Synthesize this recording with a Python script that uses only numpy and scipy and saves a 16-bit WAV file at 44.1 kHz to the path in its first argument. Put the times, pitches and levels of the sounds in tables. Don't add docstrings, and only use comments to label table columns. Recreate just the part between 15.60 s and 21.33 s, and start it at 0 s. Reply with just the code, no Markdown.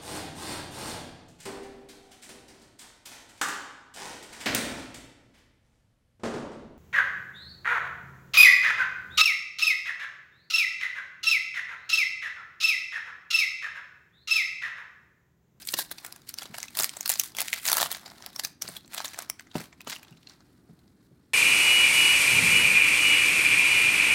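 import sys
import numpy as np
from scipy import signal
from scipy.fft import rfft, irfft, next_fast_len
from scipy.io import wavfile
from scipy.ndimage import map_coordinates

SR = 44100
rng = np.random.default_rng(int(sys.argv[2]) if len(sys.argv) > 2 else 0)


def generate_wav(sig):
    pcm = np.round(np.clip(np.atleast_2d(sig).T, -1, 1) * 32767).astype(np.int16)
    wavfile.write(sys.argv[1], SR, pcm)


N = 252869
TIME = np.arange(N) / SR

# start_s, level_db, ring_hz, body_db, sheen_db, length_s
BIG_SNAPS = [(0.052, -19, 8200, -10, -0.5, 0.0017), (0.0729, -12.5, 8310, -24, 3.5, 0.00079),
             (0.0881, 1, 4300, -14, -6, 0.0017), (0.1397, 5.5, 4290, 0.5, -2.5, 0.00237),
             (0.189, -2.5, 4030, 8.5, 8.5, 0.0018), (0.314, -8, 3650, 4, 6, 0.0014),
             (0.383, -11, 4040, -11, -10, 0.00234), (0.4483, -10, 1880, 1, -1.5, 0.0016),
             (0.464, -14, 5930, 2, 4, 0.00097), (0.5251, -13, 5100, -9, 6.5, .0004),
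             (0.562, -21, 1630, -2.5, 0, 0.00045), (0.6908, -8, 4566, -19, 3.5, 0.002),
             (0.7411, -7.5, 5330, -2.5, 1.5, 0.00055), (0.7863, -2, 4500, -25.5, -2.5, 0.00044),
             (0.8204, -8.5, 3290, 10, -12, 0.0019), (0.8315, -15, 6500, -21, 2.5, .0007),
             (0.8557, -13, 3370, 9, -18, 0.0032), (0.9428, -9.5, 2190, 4, -9.5, 0.0031),
             (0.9837, -7.5, 4810, 5, 0, 0.00089), (1.003, -10, 6140, -12, -8, 0.00096),
             (1.0301, -2.5, 6100, -9, -8, 0.00036), (1.039, -13.5, 2060, 2, -18, 0.00059),
             (1.0831, -12.5, 2566, -19, -22.5, 0.00052), (1.152, -10, 3810, -2, 0, .0015),
             (1.172, -3, 4740, 1, 5.5, .0012), (1.1897, 3.5, 3500, -10, -2, 0.00098),
             (1.199, 2, 7200, 4, 2, 0.0012), (1.207, 2.5, 5130, -1.5, -5.5, 0.00138),
             (1.234, 4.5, 6460, -16, 0, 0.00072), (1.2439, 5, 4210, -4, 1.5, 0.00071),
             (1.26, -13.5, 5000, -4.5, 3, .001), (1.2937, -4.5, 8500, -18, -12, 0.00031),
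             (1.369, -7, 7950, 3.5, -5, 0.0017), (1.409, 0, 6400, -11, -3.5, .0005),
             (1.459, 2.5, 4260, 0.5, -1.5, 0.0011), (1.4783, -8, 4900, -5, 13.5, 0.00028),
             (1.4942, 4, 6900, -10.5, 3, 0.00042), (1.5003, 4.5, 7600, -4, -0.5, 0.0009),
             (1.518, -1.5, 6100, -14, 5, .0005), (1.539, -1.5, 6860, -18, -5.5, 0.00044),
             (1.557, -5, 4930, -9, -13, 0.0008), (1.5977, 10, 6400, -13.5, -1.5, 0.00088),
             (1.615, -13.5, 5990, -8.5, 2, .0008), (1.6364, -7, 6500, -15, 6, 0.00073),
             (1.75, -13, 3380, 4, -3, .0005), (1.7686, -7, 5000, -3.5, 2.5, 0.0014),
             (1.7861, 1.5, 2040, -8, -11, 0.00068), (1.805, -1.5, 1950, -7, 4, 0.0018),
             (1.817, -0.5, 2300, -5.5, 0, 0.00063), (1.883, -2, 1885, -10, -10.5, 0.00112),
             (1.9304, 7.5, 2070, -14, -14, 0.00038), (1.938, -1, 1880, -3, -0.5, 0.00019),
             (2.054, 0.5, 1860, -8.5, -4.5, 0.0013), (2.0792, 5.5, 6760, -14, -18, .0007),
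             (2.0862, 5, 4480, -0.5, -4, 0.0024), (2.098, 1, 1640, -1.5, -1.5, 0.0018),
             (2.1173, 6, 5550, 1.5, 2.5, .0014), (2.13, 7.5, 4450, 2, 5, 0.00081),
             (2.1695, 4, 4640, 7, 2, .0011), (2.1805, 1.5, 1740, 1, 0.5, .003),
             (2.201, 2, 3500, 5, -13, 0.00158), (2.21, 2.5, 5680, 7.5, -5, .003),
             (2.2176, 2.5, 1810, 3.5, -1, 0.00032), (2.229, 5.5, 3400, 4, -7.5, 0.0012),
             (2.2595, -4, 3480, 8.5, -12, .002), (2.316, -3, 4100, 2, 4, 0.00086),
             (2.327, -8, 3320, -9, 7, 0.0006), (2.348, -6, 1590, -6.5, -18, 0.0008),
             (2.46, -9.5, 4530, 10.5, -9, 0.0053), (2.624, -15, 4870, -1, -14.5, 0.00033),
             (2.663, -8, 4900, -20, -3, 0.00039), (2.7619, -4.5, 5560, 2, -1.5, .001),
             (2.796, 2, 5000, -5, -4.5, 0.0017), (2.849, 4, 4980, -8.5, -4, 0.0014),
             (3.0213, 2, 6000, -6.5, -3, 0.00079), (3.079, -6.5, 4600, -10, -11.5, .0019),
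             (3.088, -18.5, 8450, 15, 2.5, 0.0022), (3.1662, -6, 3440, -2.5, 1.5, 0.0038),
             (3.247, -25.5, 4170, 12.5, -20, 0.0012), (3.2786, -25, 7710, -12, -6, 0.00041),
             (3.34, -17, 8000, -2, 1, .0008), (3.3462, -13.5, 9100, 4, 1.5, 0.00063),
             (3.379, -1, 3320, -5, -10, 0.00156), (3.4036, -6, 4230, 6.5, -28, 0.00072),
             (3.4463, -2.5, 3900, 2, -4, 0.0023), (3.4546, -3.5, 6670, -4, -3.5, 0.00234),
             (3.4803, -10, 6030, 1.5, -7, 0.001), (3.544, -13, 1796, 0, -27, 0.0022),
             (3.5894, -4.5, 6600, 8, -1, 0.00092), (3.6223, -13.5, 6420, 8, 3, 0.00157),
             (3.6997, 0.5, 5870, 1.5, 3.5, 0.000374), (3.796, -13.5, 1940, -11, -15, 0.0011),
             (3.808, -22.5, 2120, 4, -1, 0.000615), (3.87, -27, 1986, 3, -29.5, 0.0035),
             (3.9145, -20.5, 3660, 3, -17, 0.0023), (3.956, -8.5, 2990, 4, -27.5, 0.002),
             (4.005, -14, 1720, 0, -11, 0.00206), (4.128, -21, 2270, 6.5, -33.5, 0.0037),
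             (4.207, -14, 2480, 4.5, -11, 0.0008), (4.2154, -21, 3640, 0, 1, 0.00056),
             (4.2728, -8, 3030, 6, -19, 0.0029), (4.298, -6, 2330, -8, -6.5, 0.00168),
             (4.3232, -6.5, 3080, -1, -23, .005), (4.3282, -5.5, 2100, -1.5, -21, 0.00088),
             (4.362, -11.5, 2710, -9, -25, .0015), (4.431, -19, 2480, 2, -3, 0.0016),
             (4.482, -25.5, 3440, 3, -17, 0.0018), (4.525, -28, 2760, -7, -24, 0.0015),
             (4.571, -27, 3970, -15, -20, 0.0035), (4.672, -14, 4210, -9, -38, 0.00093),
             (4.697, -18, 4350, -11, -12.5, 0.00066), (4.806, -31, 4200, 14, -21, .0011),
             (5.191, -35, 4100, 2, -3.5, 0.0013), (5.278, -36, 4700, -4, -10, .0019)]


def amp(db):
    return 10 ** (np.asarray(db) / 20)


def unit(x):
    return x / np.sqrt(np.mean(x ** 2) + 1e-20)


def along(points, hz):
    freqs, values = np.transpose(points)
    return np.interp(np.log(hz + 1), np.log(freqs + 1), values)


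def coloured(x, eq):
    size = next_fast_len(len(x) + 8192)
    return irfft(rfft(x, size) * amp(along(eq, np.fft.rfftfreq(size, 1 / SR))), size)[:len(x)]


def causal(gain):
    cepstrum = irfft(np.log(np.maximum(gain, 1e-6)))
    half = len(cepstrum) // 2
    cepstrum[1:half] *= 2
    cepstrum[half + 1:] = 0
    return np.exp(rfft(cepstrum))


def wobble(rate_hz):
    return map_coordinates(rng.standard_normal(int(N * rate_hz / SR) + 4), [TIME * rate_hz])


def add(track, start_s, sound):
    start = max(round(start_s * SR), 0)
    track[start:start + len(sound)] += sound[:max(N - start, 0)]


def room_tone(level_db=-61, waver_db=1):
    # freq_hz, gain_db
    hum_eq = [(20, -27), (35, -11), (60, -6.5), (130, -3.5), (250, -4), (340, -6.5), (480, -18), (900, -31),
              (1600, -28), (3000, -45.5), (8000, -44.5), (15000, -45), (16500, -52.5)]
    return amp(level_db + waver_db * wobble(2.8)) * unit(coloured(rng.standard_normal(N), hum_eq))


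def room_reverb(x, early_db=-17, tail_db=-20, echoes=8, block=16384):
    # freq_hz, t60_s
    decay_times = [(200, .27), (1000, .33), (4500, .32), (9000, .25), (16000, .18)]
    # freq_hz, gain_db
    wall_eq = [(100, -1), (1500, 2), (3000, 0), (4800, 0), (8000, -4), (16000, -8)]
    out = np.zeros(N)
    for start in range(0, N, block):
        hz, t, noise = signal.stft(rng.standard_normal(SR // 2), SR, nperseg=256)
        tail = signal.istft(noise * amp(-60 * t / along(decay_times, hz)[:, None]), SR, nperseg=256)[1]
        fade_in = 1 - np.exp(-np.arange(len(tail)) / SR / .004)
        tail = coloured(tail, wall_eq) * fade_in
        response = amp(tail_db) * tail / np.linalg.norm(tail)
        delays = (rng.uniform(.001, .009, echoes) * SR).astype(int)
        response[delays] += amp(early_db) * rng.choice([-1, 1], echoes) / np.sqrt(echoes)
        add(out, start / SR, signal.fftconvolve(x[start:start + block], response))
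    return out


def table_knocks(thud_mix=0.32, thud_t60_s=0.061):
    # start_s, level_db, contact_s
    blows = [(0.137, -37, 0.00032), (0.898, -42, 0.0031), (1.199, -41, .0007), (2.228, -37, 0.0031),
             (2.845, -41.5, 0.00227), (3.044, -41.5, 0.0012), (3.085, -41, 0.0005), (3.954, -21, 0.00019),
             (4.003, -35, 0.00059), (4.271, -36, 0.0015), (4.508, -42.5, .006), (5.088, -41.5, 0.0054),
             (5.51, -44, .007)]
    # pitch_hz, relative_db, t60_s
    modes = [(128, -4.5, .18), (166.4, -3, 0.22), (213, -5, 0.19), (250, -2, 0.11), (350, -1, 0.067),
             (428, 1, 0.056), (548, -4.5, 0.064), (599, -2, .085), (740, -7, 0.1), (840, -14.5, 0.056),
             (1097, -17.5, 0.075)]
    thud_eq = [(30, -22.0), (120, 7.5), (600, 0.5), (2000, -26), (8000, -78)]
    out, t = np.zeros(N), np.arange(SR // 2) / SR
    for start_s, level_db, contact_s in blows:
        ring = np.zeros(len(t))
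        for hz, mode_db, t60_s in modes:
            envelope = amp(mode_db + rng.normal(0, 1.45) - 60 * t / t60_s) / (1 + (hz * contact_s) ** 2)
            ring += envelope * np.sin(2 * np.pi * hz * t + rng.uniform(0, 2 * np.pi))
        thud = unit(coloured(rng.standard_normal(len(t)), thud_eq)) * amp(-60 * t / thud_t60_s)
        attack = 1 - np.exp(-t / contact_s)
        add(out, start_s, amp(level_db) * (ring / np.max(abs(ring)) + thud_mix * thud) * attack)
    return out


def finger_effort(attack_s=.011, release_s=0.024, touch_body_db=-2.2, touch_sheen_db=-5.5):
    # time_s, level_db
    touch = [(0, -76.5), (.55, -58.5), (.65, -68.5), (1.3, -64.5), (2.55, -56), (2.98, -73.5), (3.5, -64.5),
             (3.8, -70), (4.7, -68), (5.0, -73.5), (5.73, -76)]
    # start_s, hold_s, level_db, body_offset_db, sheen_offset_db
    squeezes = [(0.0, 0.031, -52.5, -11, 1.5), (0.075, 0.0502, -44.5, -22, 5.5),
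                (0.168, .06, -49.5, -12, 7), (0.308, .1, -57, -8, -2.5), (0.427, 0.054, -56.5, 2, 0.5),
                (0.683, 0.022, -50.5, -30.5, -2), (0.789, .045, -44.5, -13, -5),
                (0.86, .07, -58.5, -2.5, -6), (0.944, .09, -50, -10, -1.5), (1.044, .11, -55.5, -12, -3),
                (1.177, 0.054, -35, -7, 4.5), (1.266, 0.23, -52.5, -7, -4), (1.488, 0.038, -34.5, -20, 2.5),
                (1.583, 0.078, -44, -16, 2), (1.791, 0.0283, -36, -9.5, -1.5), (1.868, 0.33, -46, -26, 2.5),
                (1.948, .025, -40.5, -11, -14.5), (2.055, 0.087, -33, -10, 1.5),
                (2.159, 0.0774, -36.5, -2, 5), (2.308, 0.042, -41.5, -7.5, -1), (2.43, .08, -59, 3.5, -12),
                (2.629, 0.037, -52, 0.5, -6.5), (2.754, 0.12, -54, -2.5, 2.5),
                (3.036, 0.1278, -50.5, -6, -1.5), (3.33, 0.084, -39.5, -10.5, -6.5),
                (3.438, 0.12, -48, -8, -5), (3.569, 0.0566, -47, -3, -6.5), (3.958, 0.067, -44, -4.5, -6),
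                (4.283, 0.064, -43, -6.5, -5.5), (4.39, 0.11, -62.5, -1, -13.5),
                (4.694, .045, -56.5, -9.5, -25), (4.8, .5, -82, 5, 2)]
    touch_db = np.interp(TIME, *np.transpose(touch))
    power = amp(touch_db + np.array([[0], [touch_body_db], [touch_sheen_db]])) ** 2
    for start_s, hold_s, level_db, body_db, sheen_db in squeezes:
        ramps = np.minimum((TIME - start_s) / attack_s, (start_s + hold_s - TIME) / release_s)
        envelope = np.exp(ramps.clip(-20, 0))
        power += amp(level_db + np.array([[0], [body_db], [sheen_db]])) ** 2 * envelope ** 2
    return 10 * np.log10(power)


def crinkle(effort_db, body_db, sheen_db, rate_hz=900, spread_db=5, clump_db=3, rub=0.17,
            grain_s=0.0014, buckling_db=-60):
    # freq_hz, gain_db
    body_eq = [(100, -24), (300, -11), (500, -7), (680, 1), (1000, 0), (1500, -2), (2400, -14), (5000, -40)]
    crisp_eq = [(600, -35), (1400, 1), (2000, 2), (2900, -2.5), (4200, 3.5), (6500, -5), (8500, -9),
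                (13000, -18)]
    sheen_eq = [(4000, -25.5), (7500, -3.5), (9500, -3.5), (13000, -5.5), (16000, -7)]
    buckles = (rng.random(N) < rate_hz / SR) * amp(spread_db * np.clip(rng.standard_normal(N), -2, 2))
    grains = signal.lfilter([1], [1, -np.exp(-1 / (grain_s * SR))], buckles)
    clumps = unit((unit(grains) + rub) * amp(clump_db * np.tanh(wobble(130))))
    buckling_share = 1 / (1 + amp(buckling_db - effort_db))
    texture = buckling_share * clumps + 1 - buckling_share

    def layer(level_db, eq):
        flicker = amp(4 * np.tanh(wobble(170)))
        return amp(level_db) * unit(coloured(texture * flicker * rng.standard_normal(N), eq))

    return layer(body_db - 2, body_eq) + layer(effort_db - 2.5, crisp_eq) + layer(sheen_db - 1, sheen_eq)


def rips_and_click(rub=0.615, edge_s=0.00053):
    # start_s, length_s, level_db, level_change_db, teeth_per_s
    rasps = [(0.167, 0.031, -37.5, 7.5, 3500), (0.193, 0.036, -29, -9.5, 1440),
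             (0.318, 0.0114, -34, -13.5, 4300), (2.835, 0.0272, -36.5, -1.5, 1410),
             (3.95, 0.0083, -54, -18, 7300), (4.276, 0.023, -46, -14, 7000),
             (5.426, 0.0466, -74.5, 0, 3000)]
    # freq_hz, gain_db
    rasp_eq = [(180, -29), (300, 1), (502, -7.5), (667, -14), (1230, -21), (1610, 5.5), (2740, -14),
               (3950, 5.5), (6000, -2.5), (14500, -0.5), (16000, -9.5)]
    out = np.zeros(N)
    for start_s, length_s, level_db, change_db, teeth_per_s in rasps:
        t = np.arange(int(length_s * SR)) / SR
        teeth = (rng.random(len(t)) < teeth_per_s / SR) * rng.uniform(-0.51, 1, len(t))
        rasp = unit(coloured(unit(teeth) + rub * rng.standard_normal(len(t)), rasp_eq))
        gate = np.clip(np.minimum(t, length_s - t) / edge_s, 0, 1)
        add(out, start_s, rasp * amp(level_db + change_db * t / length_s) * gate)
    return out


def small_snaps(effort_db, rate_hz=16, let_go_s=4.85, follow=0.74, spread_db=3, ring_hz=4000,
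                ring_octaves=0.31, colour_db=5, length_s=.0012, count=240):
    times = np.cumsum(rng.exponential(size=count)) / rate_hz
    chance = np.clip(rng.standard_normal((count, 4)), -2, 2)
    rows = []
    for start_s, (size, pitch, body, sheen) in zip(times, chance):
        if start_s < let_go_s:
            level_db = -20 + follow * (effort_db[int(start_s * SR)] + 50) + spread_db * size
            rows.append((start_s, level_db, ring_hz * 2 ** (ring_octaves * pitch),
                         -3 + colour_db * body, -5 + colour_db * sheen, length_s))
    return rows


def after_snaps(share=.5, delay_s=.004, wait_s=.008, drop_db=15, spread_db=2, ring_octaves=0.35,
                length_s=.0007):
    rows = []
    for start_s, level_db, ring_hz, body_db, sheen_db, _ in BIG_SNAPS:
        luck, late, size, pitch = rng.random(4)
        if luck < share:
            rows.append((start_s + delay_s - wait_s * np.log(1 - late),
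                         level_db - drop_db + spread_db * (2 * size - 1),
                         ring_hz * 2 ** (ring_octaves * (2 * pitch - 1)), body_db, sheen_db, length_s))
    return rows


def crease_snaps(rows, effort_db, creak_s=0.0031, flutter_s=0.0058, dull_hz=7000, ripple_db=2.5,
                 light_grip_db=-52, grip_damping=0.16, size=2048, lead_in=400):
    out, t, hz = np.zeros(N), (np.arange(size) - lead_in) / SR, np.fft.rfftfreq(size, 1 / SR)
    level_band = (hz > 2000) & (hz < 8000)

    def burst(envelope):
        return unit(rng.standard_normal(size) * envelope) / np.sqrt(size)

    for start_s, level_db, ring_hz, body_db, sheen_db, length_s in rows:
        creak = burst((t < 0) * np.exp(-abs(t) / creak_s))
        crack = 0.7 * 0.00092 / length_s * (t == 0)
        slips = burst((t >= 0) * np.exp(-abs(t) / (1.4 * length_s)) * rng.exponential(size=size))
        flutter = burst((t >= 0) * np.exp(-abs(t) / flutter_s))
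        force = rfft(crack + slips) + rfft(0.48 * creak + 0.5 * flutter) / (1 + 1j * hz / dull_hz)
        facet_eq = [(60, body_db - 28), (250, body_db - 13), (480, body_db - 7), (680, body_db + 1),
                    (1300, body_db - 1), (2200, -2), (7500, -2), (10000, sheen_db), (15500, sheen_db - 1)]
        octaves = np.log2((hz + 1) / ring_hz)
        hump = .5 * np.exp(-.5 * (octaves / .3) ** 2)
        mode = .5 / (1 + (octaves / .06) ** 2)
        ring_db = 13.5 - grip_damping * (effort_db[int(start_s * SR)] - light_grip_db)
        scatter_db = ripple_db * map_coordinates(rng.standard_normal(64), [hz / 380], mode="nearest")
        pop = force * causal(amp(along(facet_eq, hz) + ring_db * (hump + mode) + scatter_db))
        pop /= np.sqrt(np.mean(abs(pop[level_band]) ** 2))
        add(out, start_s + t[0], amp(level_db) * irfft(pop))
    return out


def scene():
    effort_db, body_db, sheen_db = finger_effort()
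    hands = crinkle(effort_db, body_db, sheen_db) + rips_and_click() + table_knocks()
    hands += crease_snaps(BIG_SNAPS + after_snaps() + small_snaps(effort_db), effort_db)
    return (hands + room_reverb(hands) + room_tone())[None]


def record(dry, low_hz=42, top_hz=16100):
    size = next_fast_len(N + SR // 2)
    hz = np.fft.rfftfreq(size, 1 / SR)
    thin = signal.sosfilt(signal.butter(2, low_hz, "high", fs=SR, output="sos"), dry)
    return irfft(rfft(thin, size) / np.sqrt(1 + (hz / top_hz) ** 160), size)[..., :N]


dry = scene()
out = record(dry)
generate_wav(out)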